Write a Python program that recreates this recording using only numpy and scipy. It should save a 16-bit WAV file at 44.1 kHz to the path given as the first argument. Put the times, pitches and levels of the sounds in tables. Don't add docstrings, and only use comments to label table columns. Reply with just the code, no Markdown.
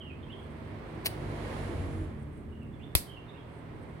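import sys
import numpy as np
from scipy import signal
from scipy.fft import rfft, irfft
from scipy.io import wavfile

SR = 44100
rng = np.random.default_rng(int(sys.argv[2]) if len(sys.argv) > 2 else 0)


def wav_out(sig):
    wavfile.write(sys.argv[1], SR, np.round(np.clip(np.atleast_2d(sig).T, -1, 1) * 32767).astype(np.int16))


N = 176400
T = np.arange(N) / SR

# time_s, level_db
WHEEL_PUSH = [(1.047, -50), (1.056, -35), (1.0595, -24), (1.063, -25), (1.067, -26.5), (1.071, -36),
              (1.080, -41), (1.088, -56)]
# time_s, level_db
WHEEL_CATCHES = [(1.0588, -8), (1.0627, -9), (1.0690, -5)]
# frequency_hz, gain_db
FLINT_COLOUR = [(300, -5), (900, -8), (1300, -11.5), (2300, 0), (3100, -1.5), (4600, -3.5), (7200, -17.5),
                (9000, -1.5), (12000, -8.5), (15500, -12)]
# frequency_hz, left_minus_right_db
FLINT_PAN = [(500, -8), (1650, 3), (4500, -6), (15000, 14)]
HANDLING_ECHO_DB = -15.5


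def strike(teeth_per_s=3500, thumb_s=1.2):
    push_db, = in_time(WHEEL_PUSH)
    teeth = (rng.random(N) < teeth_per_s / SR) * rng.choice([-1, 1], N)
    teeth = teeth * from_db(rng.uniform(-5.4, 6, N))
    turning = (T > WHEEL_PUSH[0][0]) * (T < WHEEL_PUSH[-1][0])
    force = rms_one(teeth) * from_db(push_db) * turning
    force += sum(from_db(db) * click(s) for s, db in WHEEL_CATCHES)
    rasp = radiate(force, FLINT_COLOUR, FLINT_PAN) + from_db(-29) * case(force)
    thud = from_db(-29) * ring(-click(thumb_s), hz=107, t60_s=0.075)
    return close_by(rasp, HANDLING_ECHO_DB) + thud


# time_s, level_db, left_minus_right_db
LID_HITS = [(2.9520, 9, -1.5), (2.9551, -1.5, 11)]
# frequency_hz, gain_db
SNAP_COLOUR = [(150, -0.5), (700, -6.5), (1400, -6.5), (2400, -1), (3300, 3.5), (4500, 1.5), (5500, -13),
               (6900, -12), (8200, 0), (11300, 4), (15500, -6.5)]
# frequency_hz, left_minus_right_db
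SNAP_PAN = [(300, 21.5), (1300, 8), (2400, -7.5), (4400, -8), (8100, -3.5), (15000, 16)]
# frequency_hz, gain_db
WASH_COLOUR = [(900, -16.5), (2400, 0), (3600, -10), (4600, 4.5), (6700, -6), (8200, -1.5), (11700, 0),
               (15500, -11)]
# frequency_hz, left_minus_right_db
WASH_PAN = [(2000, -5.5), (5000, 0.5), (12000, -12)]


def lid(contact_s=0.00046, chatter_s=0.0024, wash_s=0.022):
    crack = 0
    for s, db, pan_db in LID_HITS:
        contact = click(s) + .5 * burst(s, contact_s)
        chatter = from_db(-7) * burst(s, chatter_s)
        crack += from_db(db) * pan(pan_db) * (contact + chatter)
    landing_s, landing_db, _ = LID_HITS[0]
    crowded_modes = np.array([burst(landing_s, wash_s), burst(landing_s, wash_s)])
    wash = from_db(1) * radiate(crowded_modes, WASH_COLOUR, WASH_PAN)
    snap = radiate(crack, SNAP_COLOUR, SNAP_PAN)
    return close_by(snap + wash, echo_db=-13.5) + case(from_db(landing_db) * click(landing_s))


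# frequency_hz, relative_db, t60_s
CASE_MODES = [(2252, -2, .14), (2500, 13, .03), (3380, 17, .024), (4261, -3, .13), (4608, -4, .15),
              (10487, -3, .17), (11680, -1, .14), (13757, -1, .18)]


def case(force):
    return from_db(-51) * sum(from_db(db) * ring(force, hz, t60_s) * rng.choice([-1, 1], (2, 1))
                              for hz, db, t60_s in CASE_MODES)


def puff(start_s=2.9525, start_hz=103, end_hz=45, sag_s=0.017, rise_s=0.0014, decay_s=0.0097):
    t = np.maximum(T - start_s, 0)
    cycles = end_hz * t + (start_hz - end_hz) * sag_s * (1 - np.exp(-t / sag_s))
    envelope = (1 - np.exp(-t / rise_s)) * np.exp(-t / decay_s)
    return from_db(-18) * pan(33) * envelope / envelope.max() * np.sin(2 * np.pi * cycles)


# time_s, level_db
GAS_FLOW = [(1.06, -72), (1.3, -66.5), (1.58, -61.5), (2.03, -67.5), (2.14, -80), (2.9, -105)]
# frequency_hz, gain_db
GAS_COLOUR = [(4000, -13.5), (7200, -2.5), (8800, -2.5), (9800, 3), (12500, -15.5), (16000, -40)]


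def flame():
    gas_db, = in_time(GAS_FLOW)
    return from_db(gas_db) * (T > GAS_FLOW[0][0]) * noise(GAS_COLOUR)


# start_s, length_s, level_db
RUBS = [(0.24, 0.59, -78), (.83, 0.34, -75), (2.18, 0.071, -75.5), (2.31, 0.13, -74.5),
        (3.467, 0.18, -77.5), (3.722, 0.3, -79)]
# frequency_hz, gain_db
SKIN_COLOUR = [(7000, -13.5), (8200, 4), (9700, 2), (10500, -5.5), (15000, -23)]


def fingers(grain_db=3, ticks_per_s=9):
    strokes = sum(from_db(db) * swell(s, length_s) for s, length_s, db in RUBS)
    rub = strokes * from_db(grain_db * drift(43)) * noise(SKIN_COLOUR)
    ticks = (rng.random(N) < ticks_per_s / SR) * from_db(-53.5 + rng.uniform(-5.4, 6, N))
    return rub + close_by(radiate(ticks, SKIN_COLOUR, OUTDOOR_PAN), HANDLING_ECHO_DB)


# time_s, firing_hz, level_db
NEAR_ENGINE = [(0, 45.5, -53.5), (1.05, 53.6, -46), (1.3, 49.5, -37.5), (1.62, 48, -39), (2.02, 45.6, -36),
               (2.11, 43.2, -47), (2.9, 41, -53), (3.2, 41.6, -57)]
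FAR_ENGINE = [(0, 37.37, -49), (.8, 37.76, -48), (1.7, 37.13, -43), (2.7, 36.65, -45.5),
              (3.3, 37.33, -68.5)]
LATE_ENGINE = [(0, 40, -77.5), (3.2, 39.62, -54), (3.75, 39.48, -47), (4, 39.52, -48)]
NEAR_HARMONICS = [0.5, 5, -5, -20.5, -9, -5, -3, -8, -23.5, -8.5, -17.5, -24.5, -22, -13.5]
FAR_HARMONICS = [-21, 0, -6, -2, -13, -3.5, -12.5]
LATE_HARMONICS = [-19, -7.5, 4, 4, -10, -4.5, -4.5, -17]


def engines(jitter_share=0.00575, flutter_db=3):
    drone = np.zeros(N)
    for course, harmonics in ((NEAR_ENGINE, NEAR_HARMONICS), (FAR_ENGINE, FAR_HARMONICS),
                              (LATE_ENGINE, LATE_HARMONICS)):
        firing_hz, level_db = in_time(course)
        phase = 2 * np.pi * np.cumsum(firing_hz * (1 + jitter_share * drift(8))) / SR
        tones = np.zeros(N)
        for order, db in enumerate(harmonics, 1):
            gain = from_db(db + flutter_db * drift(6.1))
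            smear_rad = rng.standard_normal()
            tones += gain * np.cos(order * phase + smear_rad)
        drone += from_db(level_db) * rms_one(tones)
    return drone


# frequency_hz, gain_db
ENGINE_BASS = [(28, -35), (42, 1), (90, -1), (140, -23.5), (1000, -66)]


def engine_swell():
    return from_db(-44) * swell(start_s=1.7, length_s=0.4) * noise(ENGINE_BASS)


# time_s, level_db
TYRES = [(0, -54.5), (.5, -49.5), (1.0, -46.5), (1.55, -40.5), (1.9, -45.5), (2.25, -54), (2.6, -57),
         (3.1, -52.5), (3.7, -51), (4, -51)]
# frequency_hz, gain_db
TYRE_COLOUR = [(150, -19), (330, 2), (650, 0.5), (830, -3.5), (980, -1.5), (1400, -9), (2150, -9.5),
               (2600, -16.5), (3300, -19.5), (4500, -33.5), (5900, -43.5), (16000, -53)]
# frequency_hz, gain_db
NEAR_COLOUR = [(1500, -24.5), (2600, -4.5), (4200, -4), (5900, -14.5), (16000, -30)]
# time_s, level_db
RUMBLE = [(0, -47.5), (1.0, -47), (1.7, -42.5), (2.35, -47), (2.9, -46), (3.3, -51), (3.75, -47)]
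# frequency_hz, gain_db
RUMBLE_COLOUR = [(28, -33), (45, -2.5), (80, 1.5), (135, 2), (200, -4.5), (290, -3.5), (430, -7),
                 (600, -24.5), (1500, -55)]


def traffic(treble_db_per_db=1.66):
    tyre_db, = in_time(TYRES)
    rumble_db, = in_time(RUMBLE)
    treble_db = -56 + treble_db_per_db * (tyre_db - tyre_db.max())
    tyres = from_db(tyre_db) * noise(TYRE_COLOUR) + from_db(treble_db) * noise(NEAR_COLOUR)
    return tyres + engines() + engine_swell() + from_db(rumble_db) * noise(RUMBLE_COLOUR)


# start_s, length_s, start_hz, end_hz, level_db
BIRD_NOTES = [(0, 0.031, 3355, 2890, -50), (0.047, 0.015, 3143, 2980, -51.5),
              (0.061, 0.019, 2960, 2610, -47.5), (.096, 0.016, 2830, 2354, -51),
              (.22, 0.024, 3600, 3120, -55), (0.285, 0.037, 2600, 3100, -54.5),
              (0.315, 0.0287, 3470, 3010, -53), (0.37, 0.035, 3350, 3370, -60.5),
              (2.518, 0.06, 2880, 2950, -65), (2.616, 0.017, 2850, 2520, -59),
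              (2.724, 0.032, 3516, 3270, -68.5), (2.791, 0.05, 2500, 3150, -60),
              (2.817, 0.029, 3420, 3380, -58), (3.063, 0.093, 3200, 2940, -55),
              (3.166, 0.014, 2850, 2554, -49), (3.28, 0.03, 3683, 3580, -59.5),
              (3.338, 0.034, 2620, 2865, -60.5), (3.37, 0.05, 3300, 3380, -64)]


def bird(warble_share=.03, flutter_db=3):
    song = np.zeros(N)
    warble = 1 + warble_share * drift(120)
    for start_s, length_s, start_hz, end_hz, db in BIRD_NOTES:
        sounding = (T >= start_s) & (T < start_s + length_s)
        progress = (T[sounding] - start_s) / length_s
        pitch_hz = (start_hz + (end_hz - start_hz) * progress) * warble[sounding]
        envelope = from_db(db) * np.sqrt(2 * np.abs(np.sin(np.pi * progress)))
        song[sounding] += envelope * np.sin(2 * np.pi * np.cumsum(pitch_hz) / SR)
    song *= from_db(flutter_db * (drift(90) - .5))
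    return pan(-5.5) * (from_db(-0.5) * song + from_db(1) * echoes(song, t60_s=0.54))


# frequency_hz, gain_db
AIR_COLOUR = [(3000, -1.5), (7000, -5), (8300, 4.5), (13000, -8.5)]


def air():
    return from_db(-78) * noise(AIR_COLOUR)


def close_by(x, echo_db, lag_s=.00015, t60_s=0.38):
    direct = np.array([x[0], np.roll(x[1], int(lag_s * SR))])
    return direct + from_db(echo_db) * (echoes(x[0], t60_s) + echoes(x[1], t60_s)) / np.sqrt(2)


def echoes(x, t60_s, early_t60_s=0.17, treble_hz=9000, treble_t60_share=.66):
    t = T[:SR // 2]
    white = rng.standard_normal((2, len(t)))
    dull = signal.sosfiltfilt(signal.butter(2, treble_hz, fs=SR, output="sos"), white)
    fade = lambda seconds: from_db(-60 * t / seconds)
    tail = dull * fade(t60_s) + (white - dull) * fade(t60_s * treble_t60_share)
    early = white * from_db(-5.5) * fade(early_t60_s)
    response = rms_one(tail + early) / np.sqrt(len(t))
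    return signal.fftconvolve(np.broadcast_to(x, (2, N)), response, axes=1)[:, :N]


# frequency_hz, correlation
COHERENCE = [(60, 0.54), (250, 0.93), (500, 0.37), (1000, 0.062)]
# frequency_hz, left_minus_right_db
OUTDOOR_PAN = [(60, -3.5), (300, -6), (640, -0.5), (1500, -6), (3100, -5), (7000, -3.5), (14000, 4)]


def noise(spectrum):
    hz = np.fft.rfftfreq(N, 1 / SR)
    mid, side = rfft(rng.standard_normal((2, N))) * from_db(at_hz(spectrum, hz))
    alike = np.clip(at_hz(COHERENCE, hz), -1, 1)
    signs = np.array([[1], [-1]])
    stereo = np.sqrt(1 + alike) * mid + np.sqrt(1 - alike) * side * signs
    return rms_one(irfft(stereo * from_db(signs * at_hz(OUTDOOR_PAN, hz) / 2), N))


def radiate(x, spectrum, balance, size=2048):
    hz = np.fft.rfftfreq(size, 1 / SR)
    gain_db = at_hz(spectrum, hz) + at_hz(balance, hz) * np.array([[.5], [-.5]])
    cepstrum = irfft(np.log(from_db(gain_db)))
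    cepstrum[:, 1:size // 2] *= 2
    cepstrum[:, size // 2 + 1:] = 0
    response = rms_one(irfft(np.exp(rfft(cepstrum)))) / np.sqrt(size)
    return signal.fftconvolve(np.broadcast_to(x, (2, N)), response, axes=1)[:, :N]


def ring(x, hz, t60_s):
    radius, angle = from_db(-60 / (t60_s * SR)), 2 * np.pi * hz / SR
    return signal.lfilter([0, np.sin(angle)], [1, -2 * radius * np.cos(angle), radius ** 2], x + 1e-18)


def click(time_s):
    return 1. * (np.arange(N) == int(time_s * SR))


def burst(start_s, decay_s):
    contacts = rng.choice([-1, 1], N) * (T > start_s)
    return rms_one(contacts * np.exp(-np.abs(T - start_s) / decay_s)) / np.sqrt(N)


def swell(start_s, length_s):
    return np.sqrt(np.abs(np.sin(np.pi * np.clip((T - start_s) / length_s, 0, 1))))


def drift(rate_hz):
    pole = np.exp(-80 * np.pi * rate_hz / SR)
    white = rng.standard_normal(N // 40 + 2002)
    slow = signal.lfilter([1], [1, -2 * pole, pole * pole], white)[2000:]
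    return np.interp(np.arange(N) / 40, np.arange(len(slow)), rms_one(slow))


def pan(left_minus_right_db):
    return rms_one(from_db(np.array([[left_minus_right_db], [-left_minus_right_db]]) / 2))


def in_time(rows):
    time_s, *columns = np.transpose(rows)
    return [np.interp(T, time_s, column) for column in columns]


def at_hz(points, hz):
    frequency_hz, values = np.transpose(points)
    return np.interp(np.log(np.maximum(hz, 1)), np.log(frequency_hz), values)


def from_db(db):
    return 10 ** (np.asarray(db) / 20)


def rms_one(x):
    return x / np.sqrt(np.mean(x ** 2) + 1e-20)


def scene():
    hiss = air()
    return strike() + flame() + lid() + puff() + fingers() + traffic() + bird() + hiss


def record(dry):
    ceiling, cutoff_hz = .8, 15950
    low_pass = signal.ellip(10, .2, 80, cutoff_hz, fs=SR, output="sos")
    return signal.sosfilt(low_pass, ceiling * np.tanh(dry / ceiling))


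dry = scene()
out = record(dry)
wav_out(out)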